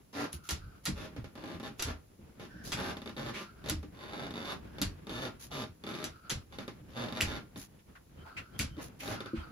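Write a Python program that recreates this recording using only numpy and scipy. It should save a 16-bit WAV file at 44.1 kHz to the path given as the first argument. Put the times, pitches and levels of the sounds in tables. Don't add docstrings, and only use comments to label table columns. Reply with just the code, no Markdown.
import sys
import numpy as np
from scipy import signal
from scipy.fft import rfft, irfft
from scipy.io import wavfile
from scipy.ndimage import uniform_filter1d

SR = 44100
rng = np.random.default_rng(int(sys.argv[2]) if len(sys.argv) > 2 else 0)


def file_out(sig):
    cols = np.atleast_2d(sig).T
    lim = np.clip(cols, -1, 1)
    pcm = np.round(lim * 32767).astype(np.int16)
    wavfile.write(sys.argv[1], SR, pcm)


N = 419391
TIME = np.arange(N) / SR

# (start [s], length [s], level [dB], swell [dB], treble [dB], slip rate at
# full pull [1/s], tick [dB], rocking of the pillow [dB], woody knock [dB]); the last three re level
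STROKES = [ (0.13, 0.11, -41.5, 7, 4.5, 100, -26, -32, 2), (0.954, 0.1, -46, 2, -6, 129, -14, -1, -10),
           (1.367, 0.18, -44, -0.5, -22.5, 69.6, -17, -18, -11),
           (1.631, 0.04, -43, -1, -9, 115, -8.5, -14, -7.5),
           (1.856, 0.044, -42, -0.5, -2, 102, -12, -23, -3),
           (2.188, 0.025, -62, 0.5, -33, 123, -34, -4, -6),
           (2.395, 0.05, -47.5, 0.5, -6, 80, -17, -13, -11),
           (2.763, 0.14, -39, 0.5, -3.5, 92, -10.5, -25, -2.5),
           (3.165, 0.13, -41, 1.5, -10.5, 127, -10.5, -6.5, -4.5),
           (3.338, 0.085, -46, 0, 5, 174, -16, -24, -11),
           (3.645, 0.042, -38.5, 14.5, -7, 83, -9.5, -8, -13),
           (3.933, 0.16, -48, 17.5, -11.5, 137, -6.5, -26, -3),
           (4.103, 0.17, -43, 3.5, -17, 90, -8.5, -26, -3),
           (4.332, 0.096, -43, 2, -13, 89, -7.5, -24, -5.5),
           (4.442, 0.08, -42.5, 4.5, 0.5, 151, -2, -23, -1.5),
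           (5.094, 0.17, -41, 6.5, -3, 121, -5, -20, -4), (5.509, 0.105, -40.5, 6, 1, 137, -6.5, -16, -8),
           (5.862, 0.180, -42, 2, -8, 70, -10, -19, -8), (6.517, 0.03, -51, -0.5, -4, 94, -8, -7, -9),
           (6.595, 0.031, -51, 0.5, -3, 84, -10, -7, -4),
           (6.891, 0.15, -40.5, 26, -14, 119, -8.5, -19, -4.5),
           (7.061, 0.034, -45, 2.5, -20, 73, -12, -2, -6), (7.143, 0.048, -40, 1.5, -10, 93, -7, -14, -6),
           (7.248, 0.120, -42.5, 0, -8.5, 117, -7, -6, -5.5),
           (8.774, 0.031, -47, 2, -14, 139, -20, -13, -2), (9.013, 0.13, -42, 10, 1, 110, -24, -6.5, -2)]
SWELL_SHARE = .55
# (frequency [Hz], level [dB])
CLAW_SPECTRUM = [(180, -29), (300, -15), (787, -13.5), (1500, -8), (2700, -6), (3760, -3.5), (4590, -3),
                 (7800, -2), (8640, -29), (9400, -4.5), (10600, -3.5), (12500, -6), (13700, -18),
                 (15200, -14), (16000, -27)]


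def raking(usual_treble_db=-6, grip_s=.003, let_go_s=0.02, octaves_per_db=0.04, claws=5):
    out = np.zeros((2, N))
    for start, length_s, db, swell_db, treble_db, slips_per_s, tick_db, _, knock_db in STROKES:
        t = np.arange(-grip_s, length_s + let_go_s, 1 / SR)
        onset, bright_db = start - grip_s, treble_db - usual_treble_db
        pull_db = -swell_db * np.clip(1 - t / (SWELL_SHARE * length_s), 0, 1)
        slips, threads = stick_slip(slips_per_s * 2 ** (octaves_per_db * pull_db))
        level = from_db(db + pull_db) * envelope(t, 0, length_s, grip_s, let_go_s)
        pillow = pluck(tilt_db=1.62 + 0.0956 * bright_db) + from_db(knock_db) * knock()
        add(out, onset, signal.fftconvolve([level * (slips + threads)], pillow, axes=1))
        scratch = level * from_db(-15 + 0.95 * bright_db - 1.1 * pull_db) * rms_one(threads)
        add(out, onset, signal.fftconvolve([scratch], pluck(tilt_db=3.5), axes=1))
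        turn = rng.integers(claws, size=len(t))
        for claw in range(claws):
            ticking = from_db(tick_db) * tick() + from_db(-28.5) * thread_snap()
            add(out, onset, signal.fftconvolve([level * slips * (turn == claw)], ticking, axes=1))
    return out


def stick_slip(rate, jitter=.2, uneven_db=3.0, friction_db=-12):
    wobble, strength = rng.standard_normal((2, 128))
    even_cycles = np.cumsum(rate) / SR
    cycles = np.cumsum(rate * np.exp(jitter * wobble[even_cycles.astype(int)])) / SR
    force = from_db(uneven_db * strength[cycles.astype(int)])
    slips = rms_one(np.diff(np.floor(cycles), prepend=-1) * force / np.sqrt(rate))
    threads = rms_one(rng.standard_normal(len(rate)) * np.exp(-3 * (cycles % 1)))
    return slips, from_db(friction_db) * threads


def pluck(tilt_db, direct_db=-10, body_db=-8):
    # (frequency [Hz], level [dB], t60 [s])
    modes = [(302, -8, 0.062), (438.6, 1, 0.11), (541, 6.5, 0.08), (624, 4, 0.18), (810.4, 2.5, 0.16),
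             (1039, 1, 0.15), (1184.5, -2, 0.14), (1298, -5, 0.094), (1392, -5, 0.27), (1738, 0, 0.079),
             (2086, -10.5, 0.065)]
    # (frequency [Hz], level [dB])
    spectrum = [(53, -39), (90, 1), (260, 5), (402, -1.5), (438, -7.5), (737, -13.5), (1190, -11),
                (2710, -15.5), (3590, -18), (4080, -19), (6720, -25.5), (8530, -44.5), (10100, -29),
                (12100, -32.5), (13700, -43), (15200, -53), (16000, -77)]
    click = direct(lag_samples=-12)
    t = TIME[:click.shape[1]]
    body = unit_energy(sum(ring([mode], t) * rng.choice([-0.81, -0.63, 0.26, 0.97]) for mode in modes))
    sound = from_db(direct_db) * click + from_db(body_db) * body + room(early_db=12.5, early_t60=0.017)
    return unit_energy(colour(sound, spectrum, tilt_db))


def knock(direct_db=-3):
    # (frequency [Hz], level [dB])
    spectrum = [(100, -18.5), (290, -3), (450, -2.5), (750, -2), (1150, -3), (1600, -2.5), (2150, -12.5),
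                (2700, -14.5), (8000, -53)]
    sound = from_db(direct_db) * direct(lag_samples=-12) + room(early_db=6.5, early_t60=0.0071)
    return unit_energy(colour(sound, spectrum))


def tick(size=4096, detune=0.017, rise_s=0.0003, top_hz=6000, echo_db=-9):
    # (frequency [Hz], level [dB], t60 [s])
    modes = [(2200, -10.5, 0.016), (2950, -21.5, 0.05), (3630, -5, 0.015), (3870, -13, 0.011),
             (4480, -8.5, 0.011)]
    t = TIME[:size]
    rung = sum(ring([mode], t * np.exp(rng.normal(0, detune))) for mode in modes)
    rung *= 1 - np.exp(-t / rise_s)
    softened = signal.sosfilt(signal.butter(2, top_hz, fs=SR, output="sos"), rung)
    echoes = from_db(echo_db) * room(early_db=14, early_t60=0.014, size=size)
    return unit_energy(heard(softened, direct(lag_samples=-9.5, size=size) + echoes))


def thread_snap(size=4096):
    return unit_energy(colour(direct(lag_samples=0.84, size=size), CLAW_SPECTRUM, tilt_db=4))


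def snags(level_db=21, snap_db=-26):
    # (time [s], level [dB], tick re level [dB])
    catches = [(0.131, -44, -28), (1.164, -36.5, -36), (1.243, -37, -25), (1.354, -37.5, -24),
               (1.539, -43, -13), (1.599, -34, -23), (1.63, -35, -23), (2.397, -38.5, -20),
               (2.969, -33, -10), (3.018, -36, -10), (3.059, -33.5, -10.5), (3.075, -36.5, -5.5),
               (3.094, -34.5, -13), (3.166, -35.5, -8.5), (3.641, -38.5, -11), (3.829, -39.5, -21),
               (4.307, -33.5, -10), (4.339, -35, -9), (4.784, -34, -10.5), (5.069, -35.5, -10.5),
               (5.094, -32.5, -8), (5.638, -36.5, -4), (5.838, -35, -7.5), (5.866, -33, -8),
               (5.912, -34, -14), (5.941, -36.5, -5), (6.586, -31, -10), (6.679, -31.5, -12.5),
               (7.061, -35, -12), (7.085, -38, -2), (7.124, -30, -10.5), (7.559, -37, -10),
               (8.767, -46, -11), (9.077, -31, -7.5), (9.105, -35, -18), (9.16, -38, -18),
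               (9.205, -31.5, -8), (9.259, -35.5, -10)]
    out, plucks = np.zeros((2, N)), [pluck(tilt_db=0.62) for _ in range(6)]
    for start, db, tick_db in catches:
        gain = from_db(db + level_db)
        add(out, start, gain * plucks[rng.integers(len(plucks))])
        add(out, start, gain * (from_db(tick_db) * tick() + from_db(snap_db) * thread_snap()))
    return out


def groans(rough=0.012, flutter_db=1.0, edge_s=0.022, harmonics=9):
    # (start [s], length [s], level [dB], first pitch [Hz], middle [Hz], last [Hz])
    pulls = [(5.149, 0.142, -44.5, 112.5, 136.3, 118), (5.544, 0.1, -43, 148.9, 132.5, 101.5)]
    # (frequency [Hz], level [dB])
    spectrum = [(125, -0.5), (260, -3), (400, -13), (540, -6), (680, -23), (810, -11), (1300, -21)]
    out, t = np.zeros((2, N)), TIME[:SR // 3]
    for start, length_s, db, *pitches_hz in pulls:
        waver, flutter = wander(len(t), 400), wander(len(t), 400)
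        hz = np.interp(t, edge_s + np.linspace(0, length_s, 3), pitches_hz) * (1 + rough * waver)
        phase = 2 * np.pi * np.cumsum(hz) / SR
        tone = sum(from_db(at_hz(spectrum, k * hz)) * np.sin(k * phase + rng.uniform(0, 2 * np.pi))
                   for k in range(1, harmonics + 1))
        level = from_db(db + flutter_db * flutter) * envelope(t, edge_s, length_s, edge_s, edge_s)
        add(out, start - edge_s, heard(level * rms_one(tone), direct(lag_samples=-14)))
    return out


def squawks(rough=0.034, flutter_db=3, echo_db=-5, edge_s=.007):
    # (start [s], length [s], level [dB], first pitch [Hz], last pitch [Hz], third partial [dB])
    slides = [(0.147, 0.11, -44.5, 279, 290.4, -26), (1.878, 0.016, -47, 1140, 1058, -18),
              (4.451, 0.017, -43, 323, 294, -25), (4.493, 0.015, -42, 1232, 1183, -5),
              (4.518, 0.0061, -43, 1140, 1060, -14), (5.509, 0.022, -53, 896, 426, -18),
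              (8.372, 0.0137, -40.5, 2386, 2750, -32), (8.777, 0.029, -52, 310, 343, -26),
              (9.006, 0.0055, -48, 2470, 2600, -30)]
    out, t = np.zeros((2, N)), TIME[:SR // 3]
    for start, length_s, db, start_hz, end_hz, third_db in slides:
        waver, flutter = wander(len(t), 150), wander(len(t), 150)
        hz = np.interp(t, [edge_s, edge_s + length_s], [start_hz, end_hz]) * (1 + rough * waver)
        phase = 2 * np.pi * np.cumsum(hz) / SR
        tone = np.sin(phase) + from_db(third_db) * np.sin(3 * phase)
        tone = rms_one(tone * from_db(flutter_db * flutter))
        tone *= envelope(t, edge_s, length_s, edge_s, edge_s)
        path = direct(lag_samples=-8.5) + from_db(echo_db) * room(early_db=19, early_t60=0.025)
        add(out, start - edge_s, from_db(db) * heard(tone, unit_energy(path)))
    return out


def taps(level_db=25, usual_hz=4500, crack_t60=.007, bite_s=.0006, ping_s=0.00059, clack_db=-7):
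    # (time [s], level [dB], pitch [Hz], crack re echoes [dB], ping re echoes [dB])
    landings = [(0.329, -41, 10100, -8, 16), (0.3305, -45, 3000, 2, -2), (0.4893, -33, 2500, -5.5, -28),
                (0.4917, -32, 4170, -7, -12), (0.5075, -30, 6800, -3, -10), (0.854, -31.5, 10060, -5, -5),
                (0.859, -31.5, 4270, -22, -9), (0.8653, -33, 6000, -21, -18),
                (0.8692, -35.5, 2290, -19, -3), (1.7943, -31.5, 2840, -31, -24),
                (1.797, -42, 3080, -24, -9), (1.8231, -28, 6200, -4.5, -17), (1.8285, -46, 6300, -8, -9),
                (2.7193, -29, 3530, -16, -11.5), (2.73, -32.5, 2560, -23, -5), (3.688, -36, 4020, -7, -6),
                (3.697, -27.5, 5370, -0.5, -15), (4.8156, -26.5, 4580, -6, -5.5),
                (4.8216, -33, 4480, 0, -5), (6.0413, -33, 3860, -5, -10), (6.296, -30.5, 6730, -24, -9),
                (6.302, -32.5, 3220, -21, -4), (6.308, -31.5, 4170, -23, -7), (7.206, -29, 1930, -6, 2),
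                (7.2096, -24.5, 2710, 4, 11.5), (7.217, -27.5, 4730, -9, -23), (7.223, -37, 3020, 1, -13),
                (8.5908, -30, 9400, -4, -23), (8.5962, -31, 2400, -23, 1), (8.602, -40, 2900, 4, 7),
                (8.608, -31.5, 6440, -9, -17)]
    # (frequency [Hz], level [dB], t60 [s])
    board_modes = [(1426, -1.5, 0.13), (1936, -1.5, 0.075), (2120, -18, 0.08), (2816, -1, 0.14),
                   (3350, 3, 0.11), (3800, 3.5, 0.057), (4700, 2, 0.15), (6000, -0.5, 0.14)]
    out, click = np.zeros((2, N)), direct(lag_samples=1)
    t = TIME[:click.shape[1]]
    for start, db, hz, crack_db, ping_db in landings:
        tilt_db = 2 * np.log2(hz / usual_hz)
        walls = room(early_db=-1, early_t60=0.028)
        chatter = rng.standard_normal(len(t)) * from_db(-60 * t / crack_t60) * (1 - np.exp(-t / bite_s))
        crack = colour(heard(chatter, click), CLAW_SPECTRUM, tilt_db + 1.3)
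        claw_ring = (t * np.exp(-t / ping_s)) ** 2 * np.sin(2 * np.pi * hz * t)
        ping = heard(claw_ring, click + from_db(-5) * walls)
        modes = [(mode_hz * np.exp(rng.normal(0, 0.0161)), mode_db + rng.normal(0, 4), t60)
                 for mode_hz, mode_db, t60 in board_modes]
        clack = heard(ring(modes, t), click + walls * (t < .004))
        echoes = colour(walls, CLAW_SPECTRUM, tilt_db - 3)
        sound = (from_db(crack_db) * rms_one(crack) + from_db(ping_db) * rms_one(ping)
                 + from_db(clack_db) * rms_one(clack) + rms_one(echoes))
        add(out, start, from_db(db + level_db) * unit_energy(sound))
    return out


def footfalls(level_db=2, settle_s=0.0393, settle_hz=61.4):
    # (time [s], level [dB], centre [Hz], settling re level [dB])
    landings = [(0.338, -37.5, 89, -20), (0.52, -32, 77, -20), (0.598, -44.5, 79, 0),
                (0.666, -43, 119, -15), (0.878, -29.5, 226, -6.5), (0.890, -33, 119, -15),
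                (1.163, -46, 400, -20), (1.183, -34, 145, -6.5), (1.54, -39.5, 135, -24),
                (1.702, -43.5, 170, -22), (1.844, -35, 86, -1.5), (2.187, -47.5, 260, -2),
                (2.541, -42, 185, -14), (2.598, -44, 157, -21), (2.744, -34.5, 125, -12),
                (3.704, -32.5, 74.6, -6), (3.712, -32.5, 302, -6), (3.775, -45, 70, -12),
                (3.842, -41.5, 304, -8), (4.546, -42, 201, -12), (4.811, -28, 223, -5),
                (5.691, -46, 90, -24), (6.045, -53, 70, 1), (6.312, -34, 174, -1), (6.81, -49, 152, -6),
                (7.222, -30, 140, -8), (7.425, -46.5, 200, -14), (7.566, -42, 190, -10),
                (8.187, -47, 100, -6), (8.594, -29, 118, -8), (8.632, -38.5, 200, -5),
                (8.709, -41.5, 87, -5), (8.774, -39, 330, -18), (9.332, -27, 239, -7.5)]
    out, settling = np.zeros((2, N)), [thud(settle_hz) for _ in range(5)]
    for start, db, centre_hz, settle_db in landings:
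        add(out, start, from_db(db + level_db) * thud(centre_hz))
        push = settling[rng.integers(len(settling))]
        add(out, start + settle_s, from_db(db + level_db + settle_db) * push)
    return out


def thud(centre_hz, width_octaves=0.86, rise_s=0.012, echo_db=-9):
    # (frequency [Hz], level [dB], t60 [s])
    floor_modes = [(53.8, -1.5, 0.13), (79, 0, 0.17), (122.8, 7, 0.07), (148.7, -5, 0.12), (202.3, 2, 0.11),
                   (248.4, -7, 0.13), (295.7, 2, 0.11), (314, 1.5, 0.037), (443, -24, 0.17),
                   (546, 8, 0.038)]
    t = TIME[:SR // 2]
    modes = [(hz * np.exp(rng.normal(0, 0.074)),
              db + rng.normal(0, 2.6) - 9 * abs(np.log2(hz / centre_hz)) / width_octaves, t60)
             for hz, db, t60 in floor_modes]
    push = sum(rng.choice([-1, 1]) * ring([mode], t) for mode in modes) * (1 - np.exp(-t / rise_s))
    path = direct(lag_samples=-14) + from_db(echo_db) * room(early_db=12, early_t60=0.015)
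    sound = signal.fftconvolve(push[None], path, axes=1)
    return sound / np.abs(sound).max()


def brushing(level_db=3, grain_db=-2.5, attack_s=0.016, release_s=0.054):
    # (start [s], length [s], level [dB])
    slides = [(0.334, 0.0051, -51), (0.448, 0.017, -58.5), (0.85, 0.008, -59), (1.793, 0.008, -59.5),
              (2.648, 0.04, -53.5), (3.393, 0.011, -72), (5.408, 0.036, -53.5), (7.576, 0.048, -53),
              (8.592, 0.006, -57), (8.822, 0.023, -53), (9.004, 0.11, -54.5)]
    # (frequency [Hz], level [dB])
    spectrum = [(410, -60), (700, 0), (5840, 4), (6830, 6.5), (8530, -16), (9990, 8.5), (12300, 1.5),
                (13500, -6), (15200, 2), (16000, -18)]
    level = sum(from_db(db + level_db) * envelope(TIME, start, length_s, attack_s, release_s)
                for start, length_s, db in slides)
    grain = from_db(grain_db * wander(N, 120))
    return level * rms_one(colour(diffuse(N) * grain, spectrum))


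def snuffles(level_db=1, quiver_db=3.0, attack_s=0.099, release_s=0.17):
    # (start [s], length [s], level [dB], pitch of the nasal resonances [ratio])
    breaths = [(0.38, 0.08, -63.5, 0.93), (0.617, 0.056, -60.5, 0.96), (2.565, 0.19, -59.5, 1.11),
               (3.424, 0.085, -59, 0.98), (4.706, 0.1, -64.5, 1.07), (6.103, 0.19, -63, 0.94),
               (8.266, 0.085, -55.5, 0.95), (8.46, 0.25, -63.5, 0.99), (9.149, 0.092, -55.5, 0.96),
               (9.376, 0.041, -55, 0.93)]
    # (frequency [Hz], level [dB])
    nose = [(400, -43), (950, -19.5), (1230, -8.5), (1380, 3), (1600, -0.5), (1950, -26.5), (2600, -17.5),
            (3700, -24.5), (5000, -18), (9000, -73)]
    out, t = np.zeros((2, N)), TIME[:SR]
    for start, length_s, db, pitch in breaths:
        flow = envelope(t, attack_s, length_s, attack_s, release_s)
        flow *= from_db(quiver_db * wander(len(t), 2000))
        air = colour(diffuse(len(t)), [(hz * pitch, band_db) for hz, band_db in nose])
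        add(out, start - attack_s, from_db(db + level_db) * flow * air)
    return out


def sniffs(level_db=-2):
    # (start [s], level [dB], centre [Hz], rise [s])
    puffs = [(2.645, -47.5, 4800, 0.032), (3.331, -42, 2300, 0.029), (7.787, -64, 2520, 0.0091),
             (7.949, -52, 1400, 0.012), (8.251, -49.5, 890, 0.023), (8.365, -40, 2100, 0.015),
             (8.996, -45.5, 2460, 0.016), (9.348, -50, 2300, 0.024), (9.35, -53, 960, 0.046)]
    out, t = np.zeros((2, N)), TIME[:SR // 2]
    for start, db, hz, rise_s in puffs:
        swell = (t / rise_s * np.exp(1 - t / rise_s)) ** 1.15
        band = [(hz / 10, -35), (hz / 2, -12), (hz, 0), (hz * 2, -14), (hz * 6, -33)]
        add(out, start, from_db(db + level_db) * swell * colour(diffuse(len(t)), band))
    return out


def whistles(width_hz=150, edge_s=0.024):
    # (start [s], length [s], level [dB], pitch [Hz])
    breaths = [(8.192, 0.032, -66, 3100), (8.551, 0.055, -64, 3230), (8.714, 0.032, -64, 3100),
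               (9.392, 0.02, -59.5, 3150)]
    out, t = np.zeros((2, N)), TIME[:SR // 3]
    for start, length_s, db, hz in breaths:
        band = signal.butter(2, [hz - width_hz / 2, hz + width_hz / 2], "band", fs=SR, output="sos")
        air = rms_one(signal.sosfilt(band, diffuse(len(t))))
        add(out, start - edge_s, from_db(db) * air * envelope(t, edge_s, length_s, edge_s, edge_s))
    return out


def rumble(shifting_db=-0.5, lumpy_db=3.5, attack_s=0.066, release_s=0.082):
    # (time [s], level [dB])
    weight = [(0.0, -63.5), (0.53, -57.5), (0.69, -58.5), (0.92, -57), (1.06, -54), (1.9, -58), (2.08, -61),
              (2.35, -59), (2.72, -50.5), (3.39, -60), (4.76, -52), (5.92, -60.5), (6.46, -58.5),
              (6.82, -53.5), (7.22, -58), (7.54, -57), (7.94, -60.5), (8.4, -55.5), (9.5, -55)]
    # (frequency [Hz], level [dB])
    spectrum = [(20, -23), (35, -15.5), (55, -3.5), (85, -7.5), (130, -6.5), (260, -10.5), (420, -15.5),
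                (800, -24), (1500, -27.5), (3000, -33.5), (8000, -52)]
    small_moves_db = lumpy_db * wander(N, 3000)
    shifting = from_db(np.interp(TIME, *np.transpose(weight)) + shifting_db + small_moves_db)
    rocking = np.zeros(N)
    for start, length_s, db, *_, rocking_db, _ in STROKES:
        swell_s = SWELL_SHARE * length_s
        full_pull = envelope(TIME, start + swell_s, length_s - swell_s, attack_s, release_s)
        rocking += from_db(db + rocking_db) * full_pull
    return np.hypot(shifting, rocking) * colour(diffuse(N), spectrum)


def room_tone(level_db=-66.5):
    # (frequency [Hz], level [dB])
    spectrum = [(15, -63), (25, -5), (76, -1.5), (256, -13.5), (677, -20), (1400, -30.5), (4610, -25.5),
                (7310, -25), (8590, -37), (10400, -19.5), (12200, -25), (13600, -37.5), (15200, -20.5),
                (16000, -38)]
    return from_db(level_db) * colour(diffuse(N), spectrum)


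def room(early_db, early_t60, walls_db=-7, build_s=0.0046, size=16384, count=7):
    # (frequency [Hz], t60 [s])
    decay = [(100, 0.26), (500, 0.26), (2000, 0.21), (6000, 0.19), (14000, 0.11)]
    t, hz = np.arange(size) / SR, np.fft.rfftfreq(size, 1 / SR)
    noise, octave = rfft(diffuse(size)), np.round(np.log2(np.maximum(hz, 100)))
    tail = sum(irfft(noise * (octave == k)) * from_db(-60 * t / at_hz(decay, 2 ** k))
               for k in np.unique(octave))
    cluster = diffuse(size) * from_db(early_db - 60 * t / early_t60)
    dense = (tail + cluster) * (1 - np.exp(-t / build_s))
    delay_s = rng.uniform(0.000838, .008, (count, 1, 1)) + rng.uniform(-0.000312, 0.00022, (count, 2, 1))
    polarity = rng.choice([-1, 1], (count, 1, 1))
    walls = irfft(np.sum(polarity * np.exp(-2j * np.pi * hz * delay_s), axis=0))
    return unit_energy(rms_one(dense) + from_db(walls_db) * rms_one(walls))


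def direct(lag_samples, size=16384, order=12):
    n = np.arange(size) - order
    return np.sinc(n - np.array([[lag_samples], [-lag_samples]]) / 2) * (n <= order)


def diffuse(size):
    # (frequency [Hz], correlation [-1 to 1])
    likeness = [(60, 0.92), (130, 0.81), (270, 0.72), (600, -0.13), (1300, 0.13), (3000, 0.089),
                (15000, -0.41)]
    alike = at_hz(likeness, np.fft.rfftfreq(size, 1 / SR))
    mid, side = rfft(rng.standard_normal((2, size)))
    return rms_one(irfft(np.sqrt(1 + alike) * mid + np.sqrt(1 - alike) * side * [[1], [-1]], size))


def heard(sound, path):
    return signal.fftconvolve(path, sound[None], axes=1)[:, :len(sound)]


def colour(x, spectrum, tilt_db=0, size=4096):
    hz = np.maximum(np.fft.rfftfreq(size, 1 / SR), 10)
    cepstrum = irfft(np.log(from_db(at_hz(spectrum, hz) + tilt_db * np.log2(hz))))
    cepstrum[size // 2:] = cepstrum[0] = 0
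    response = irfft(np.exp(rfft(2 * cepstrum)))
    return signal.fftconvolve(x, response[None] / np.linalg.norm(response), axes=1)[:, :x.shape[1]]


def ring(modes, t):
    return sum(from_db(db - 60 * t / t60) * np.sin(2 * np.pi * hz * t) for hz, db, t60 in modes)


def envelope(t, start_s, length_s, attack_s, release_s):
    return np.clip(np.minimum((t - start_s) / attack_s, (start_s + length_s - t) / release_s) + 1, 0, 1)


def wander(size, smooth_samples):
    return rms_one(uniform_filter1d(rng.standard_normal(size), size=smooth_samples))


def at_hz(points, hz):
    table_hz, value = np.transpose(points)
    return np.interp(np.log(np.maximum(hz, 1)), np.log(table_hz), value)


def from_db(db):
    return 10 ** (np.asarray(db) / 20)


def rms_one(x):
    return x / np.sqrt(np.mean(x ** 2) + 1e-20)


def unit_energy(x):
    return rms_one(x) / np.sqrt(x.shape[-1])


def add(out, start_s, sound):
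    i = max(int(start_s * SR), 0)
    out[:, i:i + sound.shape[1]] += sound[:, :N - i]


def scene():
    cover = raking() + groans() + squawks() + snags()
    paws = taps() + footfalls() + brushing()
    nose = snuffles() + sniffs() + whistles()
    return (cover + paws + nose) * from_db([[-.2], [.2]]) + rumble() + room_tone()


def record(dry):
    cutoff_hz = 16300
    return signal.sosfilt(signal.ellip(10, .1, 80, cutoff_hz, fs=SR, output="sos"), dry)


dry = scene()
out = record(dry)
file_out(out)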